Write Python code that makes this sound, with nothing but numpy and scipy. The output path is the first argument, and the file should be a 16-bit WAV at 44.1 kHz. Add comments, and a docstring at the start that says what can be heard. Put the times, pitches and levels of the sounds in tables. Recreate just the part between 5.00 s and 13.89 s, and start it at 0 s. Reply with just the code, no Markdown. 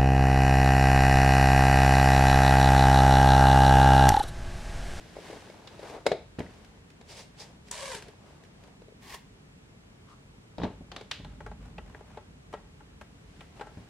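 """Stepping onto a bathroom scale

Someone shuffles about in a small quiet room: cloth rustles, something hard knocks twice among
lighter bumps, and a surface slides. Then a bare foot lands on a glass scale, an ankle cracks,
and the scale ticks as it takes the weight. Rubbing sounds are noise that swells and fades;
knocks, steps and ticks are a burst of noise plus a few ringing tones."""
import sys
import numpy as np
from scipy import signal
from scipy.fft import rfft, irfft, next_fast_len
from scipy.io import wavfile
from scipy.ndimage import map_coordinates

SR = 44100
rng = np.random.default_rng(int(sys.argv[2]) if len(sys.argv) > 2 else 0)


def bounce(signal):
    """Save signal as a 16-bit WAV file at the path given by the first command-line argument."""
    frames = np.transpose(np.atleast_2d(signal))
    limited = np.clip(frames, -1, 1)
    pcm = np.round(limited * 32767).astype(np.int16)
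    wavfile.write(sys.argv[1], SR, pcm)


N = 392049
TIME = np.arange(N) / SR

# The tone colour of each noise. Each row: frequency in Hz, strength there in dB.
AIR_COLOUR = [(13, -41), (22, -36), (38, 0), (177, -1), (246, -6), (352, -13.5), (426, -10.5), (516, -17),
              (576, -17.5), (1980, -26), (2680, -28), (4510, -33.5), (8020, -34.5), (12100, -47.5),
              (15500, -63)]
FLOOR_COLOUR = [(28, -26), (46, 5), (100, -7), (180, -7), (300, -17), (600, -59), (1200, -120)]
FLAP_COLOUR = [(150, -26), (300, -1.5), (460, -2), (750, -1), (1100, -6.5), (2000, -23), (4000, -41),
               (6000, -120)]
HISS_COLOUR = [(500, 1.5), (1000, -33), (1500, -2), (5000, -11), (10000, -21), (15000, -36.5)]
BRUSH_COLOUR = [(210, -37), (350, -4), (477, 1.5), (884, -3.5), (1250, -11.5), (2200, -6.5), (4750, -8),
                (8680, -15), (14000, -35)]
SWISH_COLOUR = [(180, -48), (300, -13), (366, -2), (562, -15), (1090, -3), (1300, -20), (1870, -4),
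                (2280, -9.5), (2480, -10.5), (4880, -13.5), (15500, -29)]
SWISH_STOP_COLOUR = [(300, -14), (1050, 4), (1350, -12), (1900, -13), (3000, -11), (15000, -26)]
SLIDE_COLOUR = [(200, -34), (400, -4.5), (600, -2), (760, -3.5), (970, 3.5), (1300, -9.5), (1700, -1.5),
                (2700, -4.5), (4500, -6.5), (8500, -11.5), (11400, -20), (13000, -52)]
KNOCK_COLOUR = [(200, -3.5), (600, 6), (1200, -11.5), (2200, -10), (3000, -18), (3900, -10), (5500, -22.5),
                (8000, -24.5), (15000, -46)]
CRACK_COLOUR = [(400, -12.5), (1000, -8), (1750, 3), (2250, 1), (2800, 3), (3800, 3.5), (4800, -3),
                (7000, -13.5), (15000, -38)]
THUD_COLOUR = [(60, 3), (130, 2), (280, 1.5), (520, -2.5), (900, -7.5), (1350, -18), (3000, -25.5),
               (6000, -37), (14000, -61)]
TICK_COLOUR = [(250, -7), (500, 2), (900, 0.5), (1800, -7), (3000, -12.5), (4600, -21.5), (8000, -23),
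               (15000, -40)]
# The colour of one short ring. Each row: multiple of its pitch, strength in dB.
RING_SHAPE = [(.4, -22), (.82, -7.5), (1, -1.5), (1.2, -11.5), (1.6, -23.5), (4, -55)]
# The tones of struck things. Each row: pitch in Hz, level in dB, seconds to fade by 60 dB (t60).
KNOCK_TONES = [(455, 5.5, .013), (560, 6, 0.011), (822, -3, .011), (1440, -28, 0.018), (2194, -20.5, 0.019),
               (3914, -23, 0.012), (5040, -24, 0.014)]
THUD_TONES = [(108, -1, 0.06), (179, 1.5, 0.066), (244, 0, 0.054), (475, 5, 0.017), (577, -3.5, 0.041),
              (908, -9, 0.034)]
SCALE_TONES = [(429, -1.5, 0.042), (598, -6.5, 0.071), (843, 0.5, 0.045), (1080, -16.5, 0.07),
               (1329, -17, 0.14), (1598, -20, 0.12), (1913, -18, 0.065)]
# The room's echo. Each row: frequency in Hz, seconds to fade by 60 dB.
ROOM_FADE = [(100, 0.22), (500, 0.27), (3000, 0.41), (12000, 0.28)]
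# Stereo width. "Mid" is what left and right share, "side" is how they differ.
# Each row: frequency in Hz, gain of the side in dB.
AIR_SPREAD = [(60, -30), (110, -19.5), (200, -11), (380, -1), (700, -1), (1290, 1.5), (2380, 5.5),
              (4400, 5.5), (8120, 1), (15000, 16.5)]
NEAR_SPREAD = [(30, -43), (120, -26), (260, -8), (600, -16), (1300, -8), (2500, -10), (4400, -4.5),
               (8000, -1.5), (14000, 9)]
# The balance of nearby sounds. Each row: frequency in Hz, left over right in dB.
LEFT_LEAN = [(60, -.3), (200, -1), (500, 2.5), (1200, 4.5), (2500, -1), (8000, -0.5)]

# Weight moving from foot to foot. Each row: start and end in seconds, level in dB.
WEIGHT_SHIFTS = [(5.75, 5.85, -55.5), (6.232, 6.843, -47), (7.302, 8.85, -58.5)]
# Cloth moving. Each row: peak time in seconds, hiss level in dB, rise and fall in seconds,
# flapping over hiss in dB.
CLOTH_MOVES = [(0.01, -56.5, 0.14, 0.41, -6), (0.29, -49.5, 0.42, 0.59, 0), (0.9, -50, 0.34, 0.17, 4.5),
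               (0.947, -58, 0.096, 0.088, 15), (1.52, -59.5, 0.31, 0.53, 1.5), (2.49, -67, 0.34, 0.31, 6.5),
               (3.082, -61.5, 0.34, 0.13, 6.5), (3.28, -62, 0.17, 0.37, 3.5), (3.645, -65.5, 0.17, 0.13, 7),
               (8.42, -62, 0.36, .22, -12), (8.575, -59.5, 0.052, 0.12, 4), (8.78, -62.5, 0.54, 0.42, -0.5)]
# Short crisp clicks: a footfall's contact, the slide catching at its end, and small cloth snags.
# Each row: start in seconds, level in dB.
CRISP_CLICKS = [(1.392, -35), (1.647, -48), (1.902, -48), (2.6845, -45), (2.9485, -29.5), (3.0234, -37.5),
                (3.083, -44), (3.4369, -48), (3.449, -51), (3.637, -48.5), (3.675, -55)]
# Light strokes over cloth. Each row: start and end in seconds, rub level and rasp level in dB.
BRUSH_STROKES = [(2.098, 2.126, -50.5, -60), (2.175, 2.206, -49.5, -58), (2.4, 2.422, -49.5, -49.5),
                 (2.675, 2.685, -60.5, -71), (5.094, 5.127, -66.5, -89)]
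# The air gap under the sliding surface. Each row: time in seconds, its pitch in Hz.
GAP_PITCH = [(2.71, 705), (2.771, 589.3), (2.829, 551.6), (2.881, 567), (2.95, 457), (3.04, 365)]
# Hard knocks and small bumps. Each row: time in seconds, level in dB, hardness in dB.
KNOCK_HITS = [(0.166, -32, 0.5), (0.186, -33, -4), (0.299, -34.5, -6), (0.328, -36, 2), (0.368, -36.5, -9),
              (0.498, -40, 5.5), (0.792, -33, 0.5), (0.829, -32.5, 1.5), (0.898, -36, 4), (0.939, -33, -3),
              (0.948, -36, -1), (0.964, -35, 0), (1.064, -10.5, 4), (1.116, -8.5, -3), (2.011, -40, 3),
              (3.085, -41, -8), (3.818, -43, 0), (3.68, -44.5, -6), (3.883, -40.5, -8), (3.922, -43, -14),
              (6.01, -32, 2.5)]
# Loose parts shaking. Each row: start in seconds, pitch in Hz, level in dB.
LOOSE_PARTS = [(1.387, 1780, -53), (1.4027, 1870, -49), (1.403, 2580, -52), (1.419, 1900, -54),
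               (1.463, 1980, -55), (5.582, 4100, -53)]
# Joints cracking. Each row: start in seconds, snap level in dB, thump level in dB.
JOINT_SNAPS = [(0.673, -35, -55), (5.916, -33, -47), (5.9623, -28, -45), (6.112, -18, -49.5)]
# Skin creeping on glass. Each row: start and end in seconds, level in dB.
SKIN_CREEPS = [(6.26, 6.332, -65.5), (6.623, 6.647, -57), (6.878, 6.885, -61), (6.954, 6.967, -60.5),
               (7.077, 7.13, -60)]
# Soft footfalls. Each row: start in seconds, level in dB, hardness in dB.
TREADS = [(1.386, -24, -1), (1.403, -24, 0), (1.454, -32, -12), (5.807, -31.5, -9), (6.198, -34.5, -4),
          (6.783, -36, -9), (8.772, -32, -7.5)]
# The scale's feet and casing settling. Each row: start in seconds, level in dB, hardness in dB,
# pitch of the slipping spot in Hz, that spot's level in dB.
SCALE_SLIPS = [(6.246, -37.5, 1, 3660, -54), (6.404, -32, -1, 1500, -52), (6.463, -32, 0, 1510, -49),
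               (6.514, -35, -1.5, 1480, -56), (6.7814, -32, -1.5, 2930, -48),
               (6.947, -38.5, -4.5, 1840, -48.5), (7.007, -37, -9, 1310, -60.5),
               (7.172, -29, -5, 3250, -61), (7.527, -39.5, 4, 1700, -66), (7.537, -24, -3, 3300, -58),
               (7.805, -42, -1, 1370, -62), (8.012, -40, 7.5, 2300, -56), (8.407, -44.5, 7.5, 2760, -52.5),
               (8.595, -38, 2, 3000, -57), (8.61, -25, -2, 3900, -58), (8.669, -39, 1.5, 1510, -61)]

STEP_S, STEP_DB = 5.634, -19  # the full weight comes onto the plate
ROLL_GAP_S, SETTLE_GAP_S = .0172, .0085  # time between the sole's contacts before and after that


def amp(db):
    """Turn decibels into a gain."""
    return 10 ** (np.asarray(db) / 20)


def unit(x):
    """Scale a signal to an average (rms) level of 1."""
    return x / np.sqrt(np.mean(x ** 2) + 1e-20)


def along(points, hz):
    """Read between (Hz, value) rows, spacing the octaves evenly."""
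    row_hz, values = np.transpose(points)
    return np.interp(np.log(hz + 1), np.log(row_hz + 1), values)


def wobble(rate):
    """A smooth curve through `rate` random values a second."""
    return map_coordinates(rng.standard_normal(int(N * rate / SR) + 4), [TIME * rate])


def filtered(x, response):
    """Scale each frequency of x by response(hz)."""
    size = next_fast_len(N + SR // 2)
    return irfft(rfft(x, size) * response(np.fft.rfftfreq(size, 1 / SR)), size)[..., :N]


def coloured(x, colour, size=2048):
    """Colour a mid/side pair so that nothing sounds before its start (a minimum-phase filter)."""
    gain = amp(along(colour, np.fft.rfftfreq(size, 1 / SR)))
    cepstrum = irfft(np.log(gain + 1e-6))
    cepstrum[1:size // 2] *= 2
    cepstrum[size // 2 + 1:] = 0
    impulse = irfft(np.exp(rfft(cepstrum)))
    return signal.fftconvolve(x, impulse[None], axes=1)[:, :x.shape[1]]


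def noise(colour, grain_db=0, grain_rate=500):
    """Mid/side noise at level 1; grain makes it come in tiny uneven slips."""
    slips = rng.standard_normal((2, N)) * amp(grain_db * wobble(grain_rate))
    return unit(filtered(slips, lambda hz: amp(along(colour, hz))))


def resonance(hz):
    """The colour of a short ring around one pitch."""
    return [(hz * multiple, db) for multiple, db in RING_SHAPE]


def dulled(colour, hardness, firm_db=3.5, above_hz=4000):
    """The softer a contact is, the more treble its colour loses."""
    db_per_octave = 1.1 * max(firm_db - hardness, 0)
    return [(hz, db - db_per_octave * max(np.log2(hz / above_hz), 0)) for hz, db in colour]


def gesture(start, end, db, rise_s, fall_s, grow_db=0):
    """Loudness of one movement: it rises, grows to db at `end`, then falls. Rise and fall span 20 dB."""
    outside = np.maximum(start - TIME, 0) / rise_s + np.maximum(TIME - end, 0) / fall_s
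    still_to_go = np.clip((end - TIME) / max(end - start, 1 / SR), 0, 1)
    return amp(db - 20 * outside - grow_db * still_to_go)


def add(track, s, sound):
    """Mix a sound in at s seconds."""
    part = track[:, round(s * SR):][:, :sound.shape[1]]
    part += sound[:, :part.shape[1]]


def stereo(pair, spread):
    """Turn mid/side into left/right; two close microphones differ most in the treble."""
    mid, side = filtered(pair, lambda hz: np.array([np.ones_like(hz), amp(along(spread, hz))]))
    return np.array([mid + side, mid - side])


def room_tail():
    """A fresh wash of room echo in which each frequency dies at its own speed."""
    hz, t, spectra = signal.stft(rng.standard_normal((2, SR // 2)), SR, nperseg=256)
    decay = amp(-60 * t / along(ROOM_FADE, hz)[:, None])
    onset = 1 - np.exp(-(t / 0.0048) ** 2)
    echo = signal.istft(spectra * decay * onset, SR, nperseg=256)[1][:, :SR // 2]
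    return echo / np.linalg.norm(echo[0])


def room(x, echo_db):
    """Add the room's echo to a mid/side pair."""
    return x + amp(echo_db) * signal.fftconvolve(x[:1], room_tail(), axes=1)[:, :x.shape[1]]


def burst(colour, t60, rise_s, echo_db):
    """A short spray of contact noise with its echo, at level 1 over the first 10 ms."""
    t = np.arange(SR // 2) / SR
    spray = rng.standard_normal((2, len(t))) * (1 - np.exp(-t / rise_s)) * amp(-60 * t / t60)
    echo = amp(echo_db) * np.linalg.norm(spray[0]) * room_tail()
    spray = coloured(spray + echo, colour)
    return spray / np.sqrt(np.mean(spray[0, :SR // 100] ** 2))


def clink(hz, t60, echo_db):
    """A small part rings briefly and roughly around one pitch."""
    return burst(resonance(hz), t60, rise_s=0.00056, echo_db=echo_db)


def blows(contacts, tones, colour, ring_rise_s, ring_db, noise_rise_s, noise_t60, noise_db,
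          echo_db, tilt_db, tilt_per_hardness):
    """Each contact gives ringing tones and a burst of noise; a harder one is brighter and noisier."""
    track, t = np.zeros((2, N)), np.arange(SR // 2) / SR
    hz, tone_db, t60 = np.transpose(tones)[:, :, None]
    for s, db, hardness in contacts:
        db_per_octave = tilt_db + tilt_per_hardness * hardness
        strength_db = tone_db + db_per_octave * np.log2(hz / hz[0]) + 2 * rng.standard_normal(hz.shape)
        detune = 1 + .008 * rng.standard_normal(hz.shape)
        ring = np.sum(amp(strength_db - 60 * t / t60) * np.sin(2 * np.pi * hz * detune * t), axis=0)
        ring *= 1 - np.exp(-(t / ring_rise_s) ** 2)
        centred = np.outer([1, 0], ring / np.abs(ring).max())  # reaches both microphones alike
        add(track, s, amp(db + ring_db) * room(centred, echo_db))
        spray = burst(dulled(colour, hardness), noise_t60, noise_rise_s, echo_db)
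        add(track, s, amp(db + hardness + noise_db) * spray)
    return track


def room_air():
    """The faint, steady hush of the still room."""
    return stereo(amp(-54.5) * noise(AIR_COLOUR), AIR_SPREAD)


def floor_rumble():
    """The floor rumbles as the weight moves from foot to foot."""
    sway = sum(gesture(*shift, rise_s=0.083, fall_s=0.57) for shift in WEIGHT_SHIFTS)
    return sway * noise(FLOOR_COLOUR)


def cloth():
    """Each movement swells and fades: folds flap in lumps and fibres hiss."""
    flap, hiss = np.zeros((2, N))
    for s, db, rise_s, fall_s, flap_db in CLOTH_MOVES:
        movement = gesture(s, s, db, rise_s, fall_s)
        hiss = np.hypot(hiss, movement)
        flap = np.hypot(flap, amp(flap_db) * movement)
    folds = flap * noise(FLAP_COLOUR, grain_db=3, grain_rate=120)
    return folds + hiss * noise(HISS_COLOUR, grain_db=1, grain_rate=330)


def crisp_clicks():
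    """Brief contacts and catches, each a tiny burst of hiss."""
    track = np.zeros((2, N))
    for s, db in CRISP_CLICKS:
        add(track, s, amp(db - 10) * burst(HISS_COLOUR, t60=0.026, rise_s=0.00034, echo_db=-6))
    return track


def strokes():
    """Short rubs: light brushes over cloth, one quickening swish, and a sole leaving the floor."""
    brush = sum(gesture(s, end, db, rise_s=0.039, fall_s=0.078) for s, end, db, _ in BRUSH_STROKES)
    rasp = sum(gesture(s, end, db, rise_s=0.018, fall_s=0.035) for s, end, _, db in BRUSH_STROKES)
    swish = gesture(start=4.027, end=4.145, db=-44.5, rise_s=0.024, fall_s=0.046, grow_db=12.5)
    scuff = gesture(start=5.08, end=5.14, db=-57, rise_s=0.03, fall_s=0.01, grow_db=4.5)
    rubs = brush * noise(BRUSH_COLOUR, grain_db=0.5, grain_rate=700)
    rubs += rasp * noise(resonance(hz=5160), grain_db=3)  # the weave of the cloth
    rubs += swish * noise(SWISH_COLOUR, grain_db=1.5, grain_rate=340)
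    rubs += scuff * noise(resonance(hz=1170))
    rubs = room(rubs, echo_db=-12)
    firm_stop = burst(SWISH_STOP_COLOUR, t60=0.039, rise_s=0.0048, echo_db=-12)
    add(rubs, 4.141, amp(-43.5) * firm_stop)  # the swish ends in a firm scuff
    return rubs


def slide(start_s=2.712, stop_s=2.956, bounce_gain=.58):
    """Rubbing noise bounces in a widening air gap, so a hollow note sinks through one steady push."""
    gap_s, gap_hz = np.transpose(GAP_PITCH)
    note_hz = np.interp(TIME, gap_s, gap_hz)
    elapsed = TIME - gap_s[0]
    gap_opening = np.clip(elapsed / 0.13, 0, 1)
    rub = echo = noise(SLIDE_COLOUR, grain_db=2.6, grain_rate=800)
    for _ in range(3):  # every round trip loses some strength, the treble most
        echo = bounce_gain * np.array([np.interp(TIME - 1 / note_hz, TIME, part) for part in echo])
        echo = filtered(echo, lambda hz: 1 / (1 + (hz / 3000) ** 2))
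        rub = rub + echo * gap_opening
    # the gap's lowest note builds up slowly and wavers
    build_up = amp(-4.5) * np.clip(elapsed / .09, 0, 1) ** 2
    phase = 2 * np.pi * np.cumsum(note_hz) / SR
    note = amp(3 * wobble(60)) * np.sin(phase + .75 * wobble(80))
    push = gesture(start_s, stop_s, db=-42, rise_s=0.0014, fall_s=0.065, grow_db=1.5)
    sizzle = amp(-15) * noise(resonance(hz=8200))
    track = room(push * (unit(rub) + build_up * unit(note) + sizzle), echo_db=-12.5)
    add(track, start_s, amp(-38) * clink(hz=7460, t60=0.021, echo_db=-8))  # the surface breaks loose
    return track


def knocks():
    """Hard knocks that die fast: a light touch, the blow itself, then a weaker rebound."""
    contacts = []
    for s, db, hardness in KNOCK_HITS:
        touch = (s - 0.0076, db - 18, hardness - 6.5)
        rebound = (s + 0.0095, db - 16, hardness - 0.5)
        contacts += [touch, (s, db, hardness), rebound]
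    return blows(contacts, KNOCK_TONES, KNOCK_COLOUR, ring_rise_s=0.0055, ring_db=-1.5,
                 noise_rise_s=0.0018, noise_t60=0.03, noise_db=-15,
                 echo_db=-10.5, tilt_db=-0.5, tilt_per_hardness=1.0)


def rattles():
    """Loose parts clink under the footfalls."""
    track = np.zeros((2, N))
    for s, hz, db in LOOSE_PARTS:
        add(track, s, amp(db) * clink(hz, t60=0.022, echo_db=-13))
    return track


def joint_cracks():
    """Joints give bright dry snaps that echo in the room, each with a dull thump."""
    track = np.zeros((2, N))
    for s, db, thump_db in JOINT_SNAPS:
        add(track, s, amp(db - 13.5) * burst(CRACK_COLOUR, t60=0.027, rise_s=0.0016, echo_db=-7.5))
        add(track, s, amp(thump_db) * burst(FLAP_COLOUR, t60=0.033, rise_s=0.001, echo_db=-1.5))
    return track


def skin_on_glass():
    """Bare skin scuffs the plate as it lands, then creeps on it in tiny spiky slips."""
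    landing = gesture(STEP_S - 2 * ROLL_GAP_S, STEP_S + SETTLE_GAP_S, db=-47,
                      rise_s=0.034, fall_s=0.021, grow_db=15)
    creep = sum(gesture(*spell, rise_s=0.037, fall_s=0.17) for spell in SKIN_CREEPS)
    skin = landing * noise(resonance(hz=3870), grain_db=-2)
    skin += creep * noise(TICK_COLOUR, grain_db=3.5, grain_rate=190)
    return room(skin, echo_db=-12)


def footfalls(grow_db=5, soften_db=5, fade_db=3.5, ball_hardness_db=-2):
    """Dull treads; on the plate the sole rolls down in ever heavier, softer contacts, then flattens."""
    contacts = list(TREADS) + [(STEP_S, STEP_DB, 0)]
    for k in (1, 2, 3):  # the fleshy ball of the foot lands softest, just before the full weight
        rolling = (STEP_S - ROLL_GAP_S * k, STEP_DB - grow_db * k, ball_hardness_db + soften_db * (k - 1))
        flattening = (STEP_S + SETTLE_GAP_S * k, STEP_DB - fade_db * k, 0)
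        contacts += [rolling, flattening]
    return blows(contacts, THUD_TONES, THUD_COLOUR, ring_rise_s=0.0025, ring_db=-4.5,
                 noise_rise_s=0.0002, noise_t60=0.051, noise_db=-10,
                 echo_db=-6, tilt_db=0.5, tilt_per_hardness=0.51)


def scale_ticks(big_slip_db=-29):
    """The loaded scale slips on its feet: the plate rings and each slipping spot adds its own pitch."""
    contacts = [slip[:3] for slip in SCALE_SLIPS]
    # a big slip gives once more before it holds
    contacts += [(s + 0.00403, db - 7, hardness) for s, db, hardness in contacts if db > big_slip_db]
    track = blows(contacts, SCALE_TONES, TICK_COLOUR, ring_rise_s=0.002, ring_db=-2.5,
                  noise_rise_s=0.00028, noise_t60=0.057, noise_db=-14.5,
                  echo_db=-11, tilt_db=1.5, tilt_per_hardness=0.96)
    for s, _, _, spot_hz, spot_db in SCALE_SLIPS:
        add(track, s, amp(spot_db) * clink(spot_hz, t60=0.026, echo_db=-15))
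    return track


def scene():
    """Movement close by, a little to the left, over the still room."""
    near = knocks() + cloth() + crisp_clicks() + strokes() + slide() + footfalls() + rattles()
    near += joint_cracks() + scale_ticks() + skin_on_glass() + floor_rumble()
    near = stereo(near, NEAR_SPREAD)
    near = filtered(near, lambda hz: amp(np.outer([.5, -.5], along(LEFT_LEAN, hz))))
    return near + room_air()


def record(dry):
    """Drop the deepest rumble and the very highest treble."""
    low_cut_hz, top_hz = 37, 15800
    return filtered(dry, lambda hz: (hz < top_hz) * hz ** 6 / np.hypot(hz ** 6, low_cut_hz ** 6))


dry = scene()
out = record(dry)
bounce(out)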